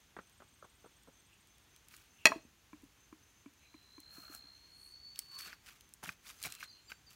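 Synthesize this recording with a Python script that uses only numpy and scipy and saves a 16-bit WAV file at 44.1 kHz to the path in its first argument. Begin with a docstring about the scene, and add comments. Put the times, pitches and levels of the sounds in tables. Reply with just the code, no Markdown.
"""Night in a jungle camp: crickets shimmer, one trills upward, others chirp in short falling notes.
Something small and hard is put down with a clack and a loose piece of wood rocks to rest, ever faster.
A pot is set on the fire logs, dry leaves rustle and twigs snap.
Hard objects are sums of dying tones, rubbing is many random ticks over coloured noise,
insects are pulsed tones and narrow bands of noise, and the forest air is steady noise."""
import sys
import numpy as np
from scipy import signal
from scipy.fft import rfft, irfft, next_fast_len
from scipy.io import wavfile
from scipy.ndimage import uniform_filter1d, map_coordinates

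SR = 44100
rng = np.random.default_rng(int(sys.argv[2]) if len(sys.argv) > 2 else 0)


def persist_wave(psi):
    """Save psi, clipped to +-1, as 16-bit WAV."""
    counts = np.round(np.clip(psi, -1, 1) * 32767).astype(np.int16)
    wavfile.write(sys.argv[1], SR, np.atleast_2d(counts).T)


N = 315315

TIME = np.arange(N) / SR  # seconds, the whole scene
HIT = np.arange(SR // 3) / SR  # seconds, one short hit

# colour of the ground being rubbed or trodden: pitch_hz [Hz], level_db [dB per Hz]
GROUND_COLOUR = [(40, -12), (100, -4), (175, 1.5), (300, -5), (470, -9.5), (720, -1.5), (1300, -11.5),
                 (4000, -49)]


def amp(db):
    """Turn decibels into gain."""
    return 10 ** (np.asarray(db) / 20)


def unit(x):
    """Scale to an average strength (rms) of 1."""
    return x / np.sqrt(np.mean(x ** 2) + 1e-20)


def along(points, hz):
    """Join (Hz, value) points by straight lines on a log pitch axis."""
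    f, v = np.transpose(points)
    return np.interp(np.log(hz + 1), np.log(f + 1), v)


def level(points):
    """Gain along (s, dB) points, silent outside them."""
    return amp(np.interp(TIME, *np.transpose(points), left=-140, right=-140))


def swell(peak_s, rise_s, fall_s):
    """An envelope that grows to 1 and dies away."""
    return np.interp(TIME, [peak_s - rise_s, peak_s, peak_s + fall_s], [0, 1, 0]) ** 1.4


def fade(t60):
    """An exponential decay that drops by 60 dB in t60 seconds."""
    return np.exp(-np.log(1000) * HIT / t60)


def build_up(seconds):
    """A soft start: the vibration takes a moment to reach full strength."""
    return 1 - np.exp(-HIT / seconds)


def wobble(rate):
    """A smooth random curve with rate random knots a second."""
    knots = rng.standard_normal(N // 64)
    coarse_s = TIME[::16]
    return np.interp(TIME, coarse_s, map_coordinates(knots, [coarse_s * rate + 2]))


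def colour(x, points):
    """Filter to the given (Hz, dB) shape without any sound ahead of its cause."""
    m = 2 * next_fast_len(len(x) // 2 + 4096)
    log_gain = np.log(amp(along(points, np.fft.rfftfreq(m, 1 / SR))))
    # folding the cepstrum onto positive time makes the filter minimum-phase
    cepstrum = irfft(log_gain, m)
    cepstrum[1:m // 2] *= 2
    cepstrum[m // 2 + 1:] = 0
    return irfft(rfft(x, m) * np.exp(rfft(cepstrum)), m)[:len(x)]


def hiss(points):
    """Steady coloured noise of rms 1."""
    return unit(colour(rng.standard_normal(N), points))


def burst(points, t60):
    """A dying puff of coloured noise, its energy set by its decay."""
    puff = colour(rng.standard_normal(len(HIT)) * fade(t60), points)
    return puff * np.linalg.norm(fade(t60)) / np.linalg.norm(puff) / 2


def ring(modes, scatter_db):
    """Dying tones (Hz, dB, t60 s), each struck at a slightly new strength."""
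    out = np.zeros(len(HIT))
    for hz, db, t60 in modes:
        strength = amp(db + scatter_db * rng.standard_normal())
        out += strength * fade(t60) * np.sin(2 * np.pi * (hz * HIT + rng.random()))
    return out


def add(track, s, sound):
    """Mix a sound in at time s."""
    part = track[max(round(s * SR), 0):][:len(sound)]
    part += sound[:len(part)]


def grains(points, rate, spread_db, smooth):
    """Random ticks of uneven size, rate a second, over a share of smooth friction, rms 1."""
    chance = rng.random(N)
    size = np.minimum(rng.exponential(size=N), 3)
    ticks = (chance < rate / SR) * amp(spread_db * size) * rng.choice([-1, 1], N)
    return unit(colour(unit(ticks) + smooth * rng.standard_normal(N), points))


def patches(x, depth_db):
    """Ever-changing colour: each leaf and fibre sounds in its own band."""
    z = signal.stft(x, nperseg=256)[2]
    field = uniform_filter1d(rng.standard_normal(z.shape), 4, axis=0)
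    field = uniform_filter1d(field, 5, axis=1)
    return unit(signal.istft(z * amp(depth_db * unit(field)), nperseg=256)[1][:N])


def trees(x):
    """A thin diffuse echo among the trunks, in which each band of pitch dies at its own speed."""
    # echo decay: pitch_hz [Hz], t60_s [s]
    echo_decay = [(200, 0.49), (1000, 0.22), (4000, 0.29), (12000, 0.2)]
    hz, t, z = signal.stft(rng.standard_normal(SR // 2), SR, nperseg=256)
    decay = amp(-60 * t / along(echo_decay, hz)[:, None])
    tail = signal.istft(z * decay, SR, nperseg=256)[1]
    late_tail = np.pad(tail, (200, 0))  # samples of silence ahead of the echo
    return signal.fftconvolve(x, late_tail / np.linalg.norm(tail))[:N]


def clack():
    """A hard contact: a crack, a short ring that lingers faintly, a dull push into the ground and grit."""
    # the hard object lands and bounces once: start_s [s], level_db [dB], crack_db [dB in the hit]
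    landings = [(2.2549, -7, 1), (2.2678, -13.5, -3.5)]
    # tones of its ring: pitch_hz [Hz], level_db [dB in the ring], t60_s [s]
    hard_modes = [(615, -15, .05), (661, -15, .16), (880, -17, .1), (1090, -19, .04), (1300, -14, .045),
                  (1615, -16, .06), (1870, -11, .05), (1935, -7, .05), (2005, -12, .05), (2256, -11, .04),
                  (2533, 1.5, .04), (2690, -6, .03), (3310, -7, .03), (4183, -8, .038), (4531, -10, .04),
                  (5200, -13, .025), (5770, -11, .025), (6810, -6, .022), (8900, -19, .02),
                  (9630, -21, .02), (12300, -26, .02)]
    # colour of the crack: pitch_hz [Hz], level_db [dB per Hz]
    crack_colour = [(100, -11.5), (250, -1.5), (1200, -2), (2600, -0.5), (4500, -4), (7000, -8.5),
                    (10000, -14), (13000, -13.5), (15500, -24)]
    after_ring_db, after_ring_s = -33.5, .2  # the same tones linger: level in the ring, t60
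    lingering = [(hz, mode_db, after_ring_s) for hz, mode_db, t60 in hard_modes]
    push_colour = [(40, -30.5), (170, -1.5), (450, -1), (1200, -5), (3000, -27.5)]
    grit_colour = [(500, -14), (2000, 0.5), (6000, -3), (9000, -5.5), (15000, -20.5)]
    out = np.zeros(N)
    for s, db, crack_db in landings:
        body = np.zeros(len(HIT))
        # neighbouring tones swing in opposite directions, so the ring takes a moment to build
        for k, (hz, mode_db, t60) in enumerate(hard_modes):
            body += (-1) ** k * amp(mode_db) * fade(t60) * np.sin(2 * np.pi * hz * HIT)
        body += amp(after_ring_db) * ring(lingering, scatter_db=1.5)
        body *= build_up(.0007)
        crack = amp(crack_db) * burst(crack_colour, t60=.022)
        push = amp(-27.5) * burst(push_colour, t60=0.28)
        grit = amp(-37) * burst(grit_colour, t60=.24)
        add(out, s, amp(db) * (amp(-3.0) * body + crack + push + grit))
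    return colour(out, [(40, -20.0), (110, -6.5), (200, -0.5)])  # thins the bass


def hollow(hz, t60):
    """The low ring of the loose wood: a main tone with a weaker one on either side."""
    modes = [(hz, 0, t60), (hz * 1.13, -8, t60 / 2), (hz * .74, -8, t60 * .7)]
    return ring(modes, scatter_db=2) * build_up(0.0017)


def contact():
    """The brief knock of wood on wood: short upper tones and a puff of noise."""
    # upper tones of the wood: pitch_hz [Hz], level_db [dB in the knock], t60_s [s]
    wood_modes = [(644, -12, 0.033), (1043, 4, 0.025), (1317, -2, .02), (1676, -8.5, 0.024),
                  (2330, -3.5, 0.028)]
    knock_colour = [(150, -13.0), (400, -1), (1300, -2.0), (2500, -4.0), (4000, -31.5), (9000, -48)]
    tones = ring(wood_modes, scatter_db=3.5) * build_up(0.00055)
    return tones + .5 * burst(knock_colour, t60=0.014)


def rocking(count=6):
    """The clack jolts the wood; then each tip comes sooner, set weaker and more damped than the last."""
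    # what rings on after the jolt: pitch_hz [Hz], level_db [dB in the ring], t60_s [s]
    jolt_modes = [(661, -14, .14), (930, -17.5, 0.12)]
    # soft bumps that stir only the low ring: start_s [s], pitch_hz [Hz], level_db [dB]
    bumps = [(2.301, 278, -38.5), (2.359, 317, -39), (2.45, 235, -53.5), (2.833, 280, -48),
             (4.299, 299, -49.5), (4.44, 290, -58.5)]
    jolt_s, jolt_db, bump_t60_s = 2.319, -24, .065
    first_tip_s, first_gap_s, gap_shrink = 2.731, .395, .845  # each gap over the one before
    low_db, low_loss_db = -44.5, 0.5  # first low ring, loss per tip
    contact_db, contact_loss_db = -52.5, 1.5  # first contact, loss per tip
    low_hz, low_t60_s, damping = 299, 0.11, 0.86  # damping: each decay over the one before
    out = np.zeros(N)
    jolt = amp(-5.5) * contact() + amp(-1.5) * ring(jolt_modes, scatter_db=1.5)
    add(out, jolt_s, amp(jolt_db) * jolt)
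    for k in range(count):
        # the sum of k shrinking gaps
        s = first_tip_s + first_gap_s * (1 - gap_shrink ** k) / (1 - gap_shrink)
        tip_hz = low_hz * (1 + .025 * rng.standard_normal())
        add(out, s, amp(low_db - low_loss_db * k) * hollow(tip_hz, low_t60_s * damping ** k))
        add(out, s, amp(contact_db - contact_loss_db * k) * contact())
    for s, hz, db in bumps:
        add(out, s, amp(db) * hollow(hz, bump_t60_s))
    return out


def pot():
    """The full pot's base catches and slips on bark, crushing dry flakes."""
    # the pot slides onto the logs: time_s [s], level_db [dB]
    slide = [(4.05, -83), (4.154, -67.5), (4.29, -67.5), (4.302, -68), (4.352, -59), (4.378, -75),
             (4.528, -77), (4.6, -97)]
    # two slips crush flakes: peak_s [s], rise_s [s], fall_s [s], level_db [dB]
    slip_rows = [(4.15, 0.074, 0.28, -61), (4.345, .07, 0.075, -57.5)]
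    # colour of the scraping base: pitch_hz [Hz], level_db [dB per Hz]
    pot_colour = [(400, -26), (720, -9), (880, -19.5), (1150, -9), (1370, -1), (1520, -8.5), (1660, -3.5),
                  (1900, -17), (2800, -13.5), (5000, -34.5)]
    flake_colour = [(2000, -21), (4500, -5), (7000, 0), (9000, -4.5), (13000, -1), (16000, -2)]
    scrape = grains(pot_colour, rate=420, spread_db=2, smooth=.4)
    flakes = grains(flake_colour, rate=1500, spread_db=1.5, smooth=.45)
    press = grains(GROUND_COLOUR, rate=2600, spread_db=4.5, smooth=0.67)
    slips = sum(amp(db) * swell(s, rise, fall) for s, rise, fall, db in slip_rows)
    return level(slide) * (amp(2) * scrape + amp(-8) * press) + slips * flakes


def rustle():
    """The cook's moves scrape bark, crinkle leaves and crack small fibres; weight crunches the ground."""
    # brushes: peak_s [s], rise_s [s], fall_s [s], bark_db [dB], leaves_db [dB over the bark]
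    stroke_rows = [(1.951, .09, 0.16, -66, 1.5), (5.165, .02, .2, -67, 1), (5.355, 0.077, 0.088, -64, 2.5),
                   (5.395, .02, 0.11, -57.5, 7.5), (5.49, 0.15, 0.076, -50.5, -8.5),
                   (5.683, .06, .12, -60, -0.5), (6.04, 0.016, 0.124, -52, -0.5),
                   (6.297, .08, 0.037, -54, -0.5), (6.457, .05, 0.055, -47, -0.5),
                   (6.52, 0.32, 0.12, -60.5, 2.5), (6.634, .07, 0.038, -53, -2),
                   (6.905, .02, 0.058, -58, -2), (7.11, .03, 0.076, -65, 1.5)]
    # ground crunches: peak_s [s], rise_s [s], fall_s [s], level_db [dB]
    treads = [(6.034, 0.013, 0.031, -53.5), (6.081, .012, 0.044, -58.5), (6.456, 0.037, .07, -59)]
    # colour of rubbed bark: pitch_hz [Hz], level_db [dB per Hz]
    bark_colour = [(400, -18), (850, -19.5), (1150, -2.5), (1450, 0), (2000, -2.5), (2600, -1),
                   (4000, -7.5), (6000, -16), (12000, -40)]
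    # colour of dry leaves: pitch_hz [Hz], level_db [dB per Hz]
    leaf_colour = [(2000, -23), (4500, -1.5), (6500, -2), (9000, -5.5), (13000, -5), (16000, -7.5)]
    fibre_colour = [(1000, -21), (3000, -0.5), (8000, -4), (16000, -9)]
    press_db = -18.5  # the ground under a stroke, over the bark
    strokes = [(amp(db) * swell(s, rise, fall), amp(leaves_db))
               for s, rise, fall, db, leaves_db in stroke_rows]
    # overlapping strokes add as energies
    effort = np.sqrt(sum(push ** 2 for push, leafy in strokes))
    crinkle = np.sqrt(sum((push * leafy) ** 2 for push, leafy in strokes))
    weight = sum(amp(db) * swell(s, rise, fall) for s, rise, fall, db in treads)
    low = grains(GROUND_COLOUR, rate=2200, spread_db=6.5, smooth=0.5)
    mid = patches(grains(bark_colour, rate=1200, spread_db=3.5, smooth=.35), depth_db=3.5)
    high = patches(grains(leaf_colour, rate=1600, spread_db=4.5, smooth=.45), depth_db=2.5)
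    fibres = grains(fibre_colour, rate=130, spread_db=3, smooth=0)
    scraping = effort * (mid + amp(press_db) * low)
    crinkling = crinkle * (high + amp(-6.5) * fibres)
    return amp(2.2 * wobble(110)) * (scraping + crinkling + weight * low)


def thumps():
    """Soft earth takes a weight with a few low, heavily damped swings."""
    # weight on the soft ground: start_s [s], level_db [dB]
    weights = [(6.030, -44.5), (6.074, -46.5), (6.086, -43), (6.459, -51)]
    out = np.zeros(N)
    for s, db in weights:
        swings = ring([(175, -1.5, 0.051), (110, -9.0, 0.067)], scatter_db=1)
        add(out, s, amp(db) * swings * build_up(0.0021))
    return out


def sticks():
    """Soft double knocks, each duller than the last; dry sticks click together in short hollow taps."""
    # dull double knocks: start_s [s], level_db [dB], gap_s [s to the second contact]
    knocks = [(.166, -39, .022), (.402, -49, 0.019), (.625, -46.5, 0.019), (.842, -47.5, 0.018),
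              (1.074, -48.5, 0.01)]
    # colour of a knock before dulling: pitch_hz [Hz], level_db [dB per Hz]
    knock_colour = [(100, -15), (180, -2.5), (280, -2.5), (480, 0), (900, -6.5), (1300, 2), (1800, -6),
                    (4000, -4), (10000, -13)]
    # dry taps: start_s [s], level_db [dB]
    taps = [(1.939, -44), (5.529, -36.5), (6.030, -40), (6.039, -37), (6.058, -37), (6.0911, -25.5),
            (6.628, -30.5), (6.918, -31)]
    # colour of a tap: pitch_hz [Hz], level_db [dB per Hz]
    tap_colour = [(150, -24), (700, -16), (1100, -1.5), (1550, 5), (2000, -3.5), (2500, 1.5), (3300, -15),
                  (6000, -16), (15000, -60)]
    knock_t60_s, first_edge_hz, dulling_hz = 0.055, 1700, 192  # decay, treble edge, its fall per knock
    out = np.zeros(N)
    for k, (s, db, gap) in enumerate(knocks):
        edge_hz = first_edge_hz - dulling_hz * k
        soft = [(edge_hz, 7), (edge_hz * 2, -13), (edge_hz * 5, -28)]
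        for start in (s, s + gap):
            add(out, start, amp(db) * colour(burst(knock_colour, knock_t60_s), soft))
    for s, db in taps:
        add(out, s, amp(db) * burst(tap_colour, t60=0.02))
    return out


def snaps():
    """Twigs and embers snap: a fibre breaks in a bright tick with a little body and a crumbling tail."""
    # the loudest snaps: start_s [s], level_db [dB], body_db [dB relative to the crack]
    breaks = [(1.763, -49, 3), (1.885, -41.5, -7), (1.966, -38.5, -14), (4.003, -39, -23.5),
              (4.3495, -30.5, -25), (5.159, -45.5, 8), (5.191, -20.5, -4.5), (5.3889, -34.5, 0.5),
              (5.809, -44.5, -0.5), (5.938, -33.5, -23), (6.4278, -22, -12.5), (6.438, -27, 0),
              (6.523, -31, 0.5), (6.551, -37, -1), (6.605, -41, -2)]
    bright = [(500, -68), (1500, -57.5), (4000, -9.5), (8000, 1.5), (13000, -1.5), (16000, -1.5)]
    body_colour = [(300, -48), (1400, -40), (2100, -8), (2900, -3.5), (5000, -2.5), (9000, -13.5)]
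    out = np.zeros(N)
    for s, db, body_db in breaks:
        crack = burst(bright, t60=.005) + amp(-17.5) * burst(bright, t60=0.043)
        body = burst(body_colour, t60=0.0107)
        add(out, s, amp(db) * (crack + amp(body_db) * body))
    return out


def embers():
    """Sparse faint ticks from the smouldering fire."""
    ember_colour = [(800, -24.5), (3000, -2), (9000, 1.0), (16000, -3.5)]
    return amp(-86.5) * grains(ember_colour, rate=9, spread_db=5.5, smooth=0)


def trill(pitch_hz, loudness, pulse_hz, sweep_hz, scatter):
    """The tone falls during each wing stroke; echoes from the foliage fill the gaps."""
    stroke = np.cumsum(pulse_hz * (1 + .008 * wobble(8))) / SR + .05 * wobble(60)
    u = stroke % 1  # place within the stroke, 0 to 1
    phase = 2 * np.pi * np.cumsum(pitch_hz + sweep_hz * (.5 - u)) / SR
    tone = np.sin(phase + .35 * wobble(60))
    wings = unit(np.sin(np.pi * u) ** 2 * tone * amp(1.7 * wobble(40)))
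    song = loudness * wings
    return (song + scatter * trees(song)) / np.hypot(1, scatter)


def trills():
    """A long rising trill, a short reply, a thin high trill and a bush cricket's rasp of noise."""
    # loudness of the rising trill: time_s [s], level_db [dB]
    rising_level = [(3.55, -90), (3.64, -72), (4.15, -56.5), (4.69, -63), (5.05, -53.5), (5.24, -61),
                    (5.38, -50), (5.5, -59), (5.6, -82.5)]
    # its pitch climbs in two steps: time_s [s], pitch_hz [Hz]
    rising_pitch = [(3.6, 4030), (3.9, 4075), (4.15, 4215), (4.55, 4220), (5.03, 4465), (5.55, 4450)]
    rasp_colour = [(6500, -39.5), (8000, -11), (8700, 0.0), (10000, -9), (13000, -13), (16000, -22.5)]
    rising_gain = amp(-1.2 + 0.91 * wobble(14)) * level(rising_level)
    reply_gain = amp(-60) * swell(6.68, rise_s=.36, fall_s=0.2)
    thin_gain = amp(-64.5) * swell(6.89, rise_s=.09, fall_s=0.12)
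    rising_hz = np.interp(TIME, *np.transpose(rising_pitch))
    reply_hz = np.interp(TIME, [6.5, 6.72], [4090, 4205])
    rising = trill(rising_hz, rising_gain, pulse_hz=63.5, sweep_hz=330, scatter=.75)
    reply = trill(reply_hz, reply_gain, pulse_hz=52, sweep_hz=200, scatter=.9)
    thin = trill(7315, thin_gain, pulse_hz=110, sweep_hz=150, scatter=.9)
    rasp = amp(-65.5) * swell(4.86, rise_s=.2, fall_s=.13) * hiss(rasp_colour)
    return rising + reply + thin + rasp


def notes(rows, start_hz, end_hz, length, bend):
    """Short tones of length seconds that slide down in pitch, one per (s, dB) row."""
    out = np.zeros(N)
    u = np.linspace(0, 1, int(length * SR))
    for s, db in rows:
        hz = end_hz + (start_hz - end_hz) * (1 - u) ** bend
        hz *= 1 + 0.0013 * rng.standard_normal()
        envelope = np.sqrt(np.abs(np.sin(np.pi * u)))
        add(out, s, amp(db) * envelope * np.sin(2 * np.pi * np.cumsum(hz) / SR))
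    return out * amp(3.1 * wobble(240))


def chirpers():
    """A tiny high chirper slows down at its own pace; later a lower one calls three times."""
    # pace of the high chirper: time_s [s], rate [chirps per s]
    chirp_rate = [(.158, 18.6), (1.08, 18.6), (1.23, 14.1), (2.55, 13)]
    # its loudness: time_s [s], level_db [dB]
    chirp_level = [(.16, -71.5), (.86, -70.5), (1.48, -70), (1.54, -77)]
    peep_start_s, peep_every_s, peep_db = 6.686, .189, -59
    # a chirp starts each time the running count passes a whole number
    turns = np.cumsum(np.interp(TIME, *np.transpose(chirp_rate), left=0, right=0)) / SR
    times = TIME[np.searchsorted(turns, np.arange(int(turns[-1])), side="right")]
    chirp_rows = zip(times, np.interp(times, *np.transpose(chirp_level)))
    chirps = notes(chirp_rows, start_hz=8560, end_hz=8150, length=.02, bend=1)
    peep_rows = [(peep_start_s + k * peep_every_s, peep_db) for k in range(3)]
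    peeps = notes(peep_rows, start_hz=4930, end_hz=4500, length=.038, bend=2)
    return chirps + peeps + amp(-3.5) * trees(peeps)


def far_calls():
    """Distance smears each call into a soft narrow band; one far singer holds its note for two seconds."""
    # far calls blurred by the forest: peak_s [s], pitch_hz [Hz], level_db [dB]
    calls = [(1.335, 2700, -70.5), (2.22, 2720, -63), (3.645, 2520, -67.5), (5.365, 1110, -61.5),
             (6.56, 2680, -62.5), (6.798, 2880, -70)]
    side_s = .14  # rise time, and fall time, of each call

    def band(hz):
        """Noise gathered around one pitch."""
        return hiss([(hz * .65, -35), (hz * .91, -9), (hz, 0), (hz * 1.09, -9), (hz * 1.5, -35)])

    out = sum(amp(db) * swell(s, side_s, side_s) ** 2 * band(hz) for s, hz, db in calls)
    held_gain = level([(0, -83.5), (1.55, -79.5), (2.1, -85)]) * amp(1.1 * wobble(4))
    return out + held_gain * band(3375)


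def forest():
    """Still night air and a far cricket chorus, bands of noise that swell in short phrases."""
    # colour of the night air: pitch_hz [Hz], level_db [dB per Hz]
    air_colour = [(30, -4.5), (55, 2.5), (92, -0.5), (180, -7), (300, -9), (400, -11.5), (550, -16.5),
                  (900, -13.5), (2600, -13), (3600, -15), (5000, -18.5), (6600, -17), (7700, -23),
                  (12000, -24), (16000, -25.5)]
    upper_colour = [(6400, -40), (6900, 3.5), (7200, -8.0), (7600, -23.5), (8100, -16.5),
                    (8330, -0.5), (8600, -20.5), (9500, -50)]
    air = amp(-67.5 + 0.306 * wobble(5.3)) * hiss(air_colour)
    chorus = hiss([(5600, -50.0), (6130, -16.5), (6260, 1.5), (6390, -17.5), (6800, -44.5)])
    phrases_db = 3.5 * np.sin(2 * np.pi * 3.25 * TIME + 2.4) + 2.5 * wobble(18)
    upper = amp(-84.5 + 0.87 * wobble(20)) * hiss(upper_colour)
    return air + amp(-80.5 + phrases_db) * chorus + upper


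def scene():
    """The camp close by with its faint echo, the forest all round."""
    camp = clack() + rocking() + pot() + rustle() + thumps() + sticks() + snaps() + embers()
    insects = trills() + chirpers() + far_calls()
    return (camp + amp(-21.0) * trees(camp) + insects + forest())[None]


def record(dry):
    """Cut the deepest rumble below 40 Hz and keep nothing above the top of the band."""
    top_hz = 15800
    dry = signal.sosfilt(signal.butter(6, 40, "high", fs=SR, output="sos"), dry)
    m = next_fast_len(N + SR // 2)
    return irfft(rfft(dry, m) * (np.fft.rfftfreq(m, 1 / SR) < top_hz), m)[:, :N]


dry = scene()
out = record(dry)
persist_wave(out)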